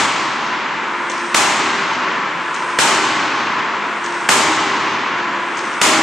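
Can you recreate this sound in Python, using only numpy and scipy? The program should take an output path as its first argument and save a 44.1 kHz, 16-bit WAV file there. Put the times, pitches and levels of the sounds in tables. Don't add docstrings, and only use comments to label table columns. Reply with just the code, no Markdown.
import sys
import numpy as np
from scipy import signal
from scipy.fft import rfft, irfft
from scipy.io import wavfile
from scipy.ndimage import minimum_filter1d

SR = 44100
rng = np.random.default_rng(int(sys.argv[2]) if len(sys.argv) > 2 else 0)


def log_audio(samples):
    frames = np.atleast_2d(samples).T
    limited = np.clip(frames, -1, 1)
    pcm = np.round(limited * 32767).astype(np.int16)
    wavfile.write(sys.argv[1], SR, pcm)


N = 265482
TIME = np.arange(N) / SR
FREQS = np.maximum(np.arange(N // 2 + 1) * SR / N, 1)

# start_s, force_db, crack_db, crack_tilt_db_per_octave, low_ring_db
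HAMMER_BLOWS = [(-.15, -3, 0, 0, -7), (1.344, -2.5, 4, 0, -0.5), (2.7864, -2, 3.5, -0.8, -1),
                (4.2883, -0.5, 7.5, 0, 0.5), (5.8136, -0.1, 2.5, 1.2, 2)]
BLOW_S, FORCE_DB, _, _, LOW_RING_DB = np.transpose(HAMMER_BLOWS)


def from_db(db):
    return 10 ** (np.asarray(db) / 20)


def rms_one(x):
    return x / np.sqrt(np.mean(x ** 2) + 1e-20)


def over_hz(points):
    hz, value = np.transpose(points)
    return np.interp(np.log(FREQS), np.log(hz), value)


def drift(rate_hz):
    hop = 100
    pole = np.exp(-2 * np.pi * rate_hz * hop / SR)
    white = rng.standard_normal(N // hop + 1002)
    slow = signal.lfilter([1], [1, -2 * pole, pole * pole], white)[1000:]
    return np.interp(np.arange(N) / hop, np.arange(len(slow)), rms_one(slow))


def noise(spectrum, spread_db=0.6, ripple_db=0):
    # hz, side_minus_mid_db
    width = [(60, -7), (110, -9), (200, -16), (370, -15), (670, -14.5), (1230, -15), (2250, -13),
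             (4130, -11.5), (7550, -13), (13800, 36.5)]
    # hz, left_minus_right_db
    lean = [(60, -4), (110, 2), (200, 2), (370, 0.7), (670, 0), (1230, 0.5), (2250, 0.76), (4130, 1.8),
            (7550, 2.5), (13800, -2.5)]
    mid, side = rfft(rng.standard_normal((2, N)))
    sign = np.array([[1], [-1]])
    side_gain = from_db(np.minimum(over_hz(width) + spread_db, 0))
    pair = (mid + sign * side * side_gain) * from_db(sign * over_hz(lean) / 2)
    modes_hz = np.arange(0, SR / 2, 14)
    ripple = np.interp(FREQS, modes_hz, rng.uniform(-1, 1, len(modes_hz)))
    ripple = ripple * np.minimum(FREQS / 1000, 1) ** 2
    return rms_one(irfft(pair * from_db(over_hz(spectrum) + ripple_db * ripple), N))


def bursts(starts_s, levels_db, rise_s, t60_s):
    power = np.zeros(N)
    for start_s, db in zip(starts_s, levels_db):
        first = max(int(start_s * SR) + 1, 0)
        age_s = TIME[first:] - start_s
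        swell = from_db(db) * np.minimum(age_s / rise_s, 1)
        power[first:] += swell ** 2 * np.exp(-2 * np.log(1000) * age_s / t60_s)
    return np.sqrt(power)


def in_hall(starts_s, levels_db, spectrum, rise_s, ripple_db):
    # hz, t60_s
    hall_decay = [(60, 1.85), (200, 2.6), (550, 2.1), (1100, 2.43), (2500, 2.36), (4500, 1.86),
                  (7000, 1.067), (9500, 0.51), (13000, 0.52)]
    centres_hz, t60s_s = np.transpose(hall_decay)
    field, out = rfft(noise(spectrum, ripple_db=ripple_db)), 0
    for share, t60_s in zip(np.eye(len(centres_hz)), t60s_s):
        band = irfft(field * over_hz(np.transpose([centres_hz, share])), N)
        out = out + band * bursts(starts_s, levels_db, rise_s, t60_s)
    return out


def tone(hz, scatter, rate_hz):
    wobble = 1 + scatter * (drift(rate_hz) + 1j * drift(rate_hz))
    return rms_one(np.real(wobble * np.exp(2j * np.pi * (hz * TIME + rng.random()))))


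def factory():
    # hz, relative_db_per_hz
    rush_spectrum = [(50, -21), (100, -23), (180, -11), (340, -7), (460, -10), (630, -11), (770, -10.5),
                     (890, -2), (1020, -3), (1250, -1.5), (2000, -6), (3000, -14.5), (4600, -26),
                     (7500, -30), (9500, -60), (11000, -95)]
    hum_lines = {348.5: [(0, -43), (.7, -42.5), (1.2, -34), (1.8, -46), (2.55, -39.5), (3, -41), (3.3, -33),
                 (3.65, -47), (3.92, -45), (4.1, -32), (4.7, -43), (5.4, -37), (6, -38.5)],
                 523: [(0, -47.5), (6, -45.5)], 694.5: [(0, -50), (1.1, -44.5), (2.5, -57), (3.5, -50),
                 (3.9, -41), (4.8, -49), (5.3, -41), (6, -46)], 1006: [(0, -17), (.3, -32), (.55, -25),
                 (.8, -36), (1.02, -27), (1.25, -38), (2, -34.5), (2.35, -34), (2.6, -34.5), (2.95, -25),
                 (3.4, -31), (3.85, -37), (4.15, -40), (4.6, -22), (5.1, -37), (5.45, -28.5), (5.7, -41),
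                 (6, -30)]}
    rush = from_db(-22.0) * noise(rush_spectrum, ripple_db=2.0) * from_db(0.41 * drift(18.0))
    hum = 0
    for hz, levels in hum_lines.items():
        level_db = np.interp(TIME, *np.transpose(levels))
        hum = hum + from_db(level_db) * tone(hz, scatter=0.12 + hz / 4000, rate_hz=2.25)
    flare_db = -33 + 2.2 * drift(3.4)
    flares = from_db(flare_db) * tone(990, scatter=4, rate_hz=80)
    return rush + hum + flares


def crash():
    # hz, relative_db_per_hz
    crash_spectrum = [(80, -14.5), (260, -4.5), (470, 1), (720, -0.5), (900, 8.5), (1500, 1), (3200, 1),
                      (4600, -6), (7000, -3.5), (10000, -31), (13000, -61.5)]
    envelope = bursts(BLOW_S, FORCE_DB + 3, rise_s=0.024, t60_s=0.53)
    return noise(crash_spectrum, spread_db=11.5, ripple_db=7.5) * envelope


def hall_roar():
    # hz, relative_db_per_hz
    roar_spectrum = [(50, -25.5), (90, -8), (170, -11), (300, -4), (470, -8.5), (720, -6), (930, 1.5),
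                     (1400, -2.5), (2200, -5.5), (3200, -10), (4600, -15), (8000, -32), (13000, -41)]
    roar = in_hall(BLOW_S, FORCE_DB + 0.88, roar_spectrum, rise_s=0.039, ripple_db=3.0)
    return roar * from_db(0.5 * drift(31))


def exhaust():
    # hz, relative_db_per_hz
    exhaust_spectrum = [(1500, -35), (3000, -12.5), (4500, -8), (6900, 0), (8500, -0.5), (10000, -8),
                        (14000, -28)]
    return in_hall(BLOW_S, FORCE_DB - 2.5, exhaust_spectrum, rise_s=0.023, ripple_db=0.0)


def far_echoes():
    # delay_s after the blow, level_db re force, swell_s, t60_s
    returns = [(.08, -5.5, 0.031, 0.51), (.53, -19, .08, 0.65)]
    # hz, relative_db_per_hz
    echo_spectrum = [(150, -20), (400, -3.5), (650, 3), (820, 3.5), (1150, -1), (1550, 3), (2500, -4),
                     (4500, -7.5), (6500, -7.5), (10000, -57)]
    out = 0
    for delay_s, db, swell_s, t60_s in returns:
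        envelope = bursts(BLOW_S + delay_s, FORCE_DB + db, rise_s=swell_s, t60_s=t60_s)
        out = out + noise(echo_spectrum, spread_db=3.5, ripple_db=5) * envelope
    return out


def frame_ring():
    # hz, level_db re force, t60_s, swell_s
    frame_modes = [(118, -32, 2.2, 0.2), (167, -33, 3.3, 0.076), (243, -21, 1.96, 0.057),
                   (318.8, -11.5, 1.5, 0.15), (389.7, -16, 2.06, 0.07), (626, -15.5, 1.1, 0.11),
                   (823, -13.5, 1.64, 0.041), (891, -15.5, 2, .08), (1020, -17.5, 2.7, 0.092),
                   (1092, -16.5, 2.3, 0.099), (1130, -19, 3.14, 0.17), (1293, -19.5, 2, 0.061),
                   (1592, -17.5, 2.2, 0.079), (1843, -30, 2.0, 0.09), (2000, -24, 2.4, 0.096),
                   (4030, -33.5, 2.5, .08), (7005, -34, 0.99, .08), (7540, -30, .9, .08)]
    low_ring_limit_hz = 500
    ring = 0
    for hz, db, t60_s, swell_s in frame_modes:
        strength_db = FORCE_DB + db + LOW_RING_DB * (hz < low_ring_limit_hz)
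        strength_db = strength_db + rng.standard_normal(len(BLOW_S))
        beating = tone(hz, scatter=0.15 + hz / 1500, rate_hz=3 + hz / 300)
        ring = ring + beating * bursts(BLOW_S, strength_db, rise_s=swell_s, t60_s=t60_s)
    return ring * from_db([[.3], [-.3]])


def clatter():
    # hz, relative_db_per_hz
    clatter_spectrum = [(1000, -19.5), (2200, 3), (4000, -0.5), (5200, -2), (6500, -1.5), (8000, -11),
                        (10000, -53)]
    chatter = rms_one(from_db(5 * drift(120)))
    envelope = bursts(BLOW_S, FORCE_DB - 10, rise_s=0.064, t60_s=0.85)
    return noise(clatter_spectrum, ripple_db=5) * chatter * envelope


def inlet_air(lead_s, length_s, level_db):
    flow = sum(np.exp(-((TIME - blow_s + lead_s) / length_s) ** 2) for blow_s in BLOW_S)
    hiss = noise([(3000, -25.5), (5500, -20.5), (8200, 14.5), (9700, -1.5), (11000, -50.0)])
    return from_db(level_db) * flow * hiss


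def valve_gear():
    # start_s, level_db
    openings = [(1.0976, -25), (2.542, -27.5), (4.0413, -26.5), (5.571, -26.5)]
    # delay_s after opening, level_db re opening, ring_hz, ring_width_hz
    clack_steps = [(0, 1, 6450, 1200), (.0195, 2.5, 5400, 4800), (.082, -4, 5300, 3000),
                   (.101, -8, 5500, 3500), (.16, -9, 5500, 3500), (.168, -9, 6500, 3000)]
    # hz, relative_db_per_hz
    spit_spectrum = [(1500, -16), (3000, 10), (4500, -2), (6900, 5), (8500, 3), (11000, -40)]
    # hz, relative_db_per_hz
    wash_spectrum = [(2000, -8), (3800, 7), (6600, 12), (8300, -11), (10000, -42.5), (11500, -51)]
    knock = noise([(1500, -4), (3300, 16), (8000, 9), (10000, -15), (12000, -40)])
    open_s, open_db = np.transpose(openings)
    clacks, starts_s, levels_db = 0, [], []
    for delay_s, db, hz, width_hz in clack_steps:
        clack_s, clack_db = open_s + delay_s, open_db + db
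        b, a = signal.iirpeak(hz, hz / width_hz, fs=SR)
        ringing = rms_one(signal.lfilter(b, a, knock))
        clacks = clacks + ringing * bursts(clack_s, clack_db, rise_s=0.00073, t60_s=0.024)
        starts_s = np.append(starts_s, clack_s)
        levels_db = np.append(levels_db, clack_db)
    spit = noise(spit_spectrum) * bursts(open_s, open_db - 4, rise_s=0.006, t60_s=0.15)
    wash = from_db(-16.0) * in_hall(starts_s, levels_db, wash_spectrum, rise_s=0.009, ripple_db=9)
    sputter = from_db(1.8 * drift(70))
    return clacks * from_db([[1.5], [0]]) + (spit + wash) * sputter


def die_cracks(rise_s, t60_s):
    # hz, relative_db_per_hz
    crack_spectrum = [(50, -7), (150, -6.5), (600, -6.5), (1400, 0.5), (2600, -6), (4000, -11.5),
                      (7500, -15), (13000, -34)]
    out, size = np.zeros(N), 4096
    bins_hz = np.arange(size // 2 + 1) * SR / size
    octaves = np.log2(np.maximum(FREQS / 1000, 1))
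    shape = bursts([0], [0], rise_s, t60_s)[:size]
    for start_s, _, crack_db, tilt_db, _ in HAMMER_BLOWS[1:]:
        first = int(start_s * SR)
        even = np.exp(1j * np.angle(rfft(shape * rng.standard_normal(size))))
        colour_db = over_hz(crack_spectrum) + tilt_db * octaves
        colour = from_db(np.interp(bins_hz, FREQS, colour_db))
        crack = irfft(even * colour) * shape ** .25
        out[first:first + size] += from_db(crack_db) * rms_one(crack) * np.sqrt(np.mean(shape ** 2))
    return out


def scene():
    blows = crash() + hall_roar() + exhaust() + far_echoes() + frame_ring() + clatter()
    air = inlet_air(lead_s=0.013, length_s=0.33, level_db=-44.0)
    return factory() + blows + air + valve_gear() + die_cracks(rise_s=0.0034, t60_s=0.068)


def gain_control(x, limit_db, attack_db_per_s, release_db_per_s):
    peak = -minimum_filter1d(-np.abs(x).max(axis=0), size=64)
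    excess_db = np.maximum(20 * np.log10(np.maximum(peak, 1e-9)) - limit_db, 0)
    recovery_db, attack_db = release_db_per_s * TIME, attack_db_per_s * TIME
    wanted_db = np.maximum.accumulate(excess_db + recovery_db) - recovery_db
    cut_db = np.minimum.accumulate(wanted_db - attack_db) + attack_db
    return x * from_db(-cut_db)


def record(dry, overload=2.014, bass_hz=130, lopsided=0.17):
    squashed = dry / (1 + (dry / overload) ** 4) ** (1 / 4)
    bass_cut = signal.butter(3, bass_hz, "high", fs=SR, output="sos")
    thinned = signal.sosfilt(bass_cut, squashed)
    ducked = gain_control(thinned, limit_db=-4.0, attack_db_per_s=1600, release_db_per_s=15.5)
    ceiling = .93 * (1 + lopsided * np.sign(ducked))
    clipped = ducked / (1 + (ducked / ceiling) ** 8) ** (1 / 8)
    top_cut = signal.cheby2(14, 60, 14800, fs=SR, output="sos")
    return signal.sosfilt(top_cut, clipped)


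dry = scene()
out = record(dry)
log_audio(out)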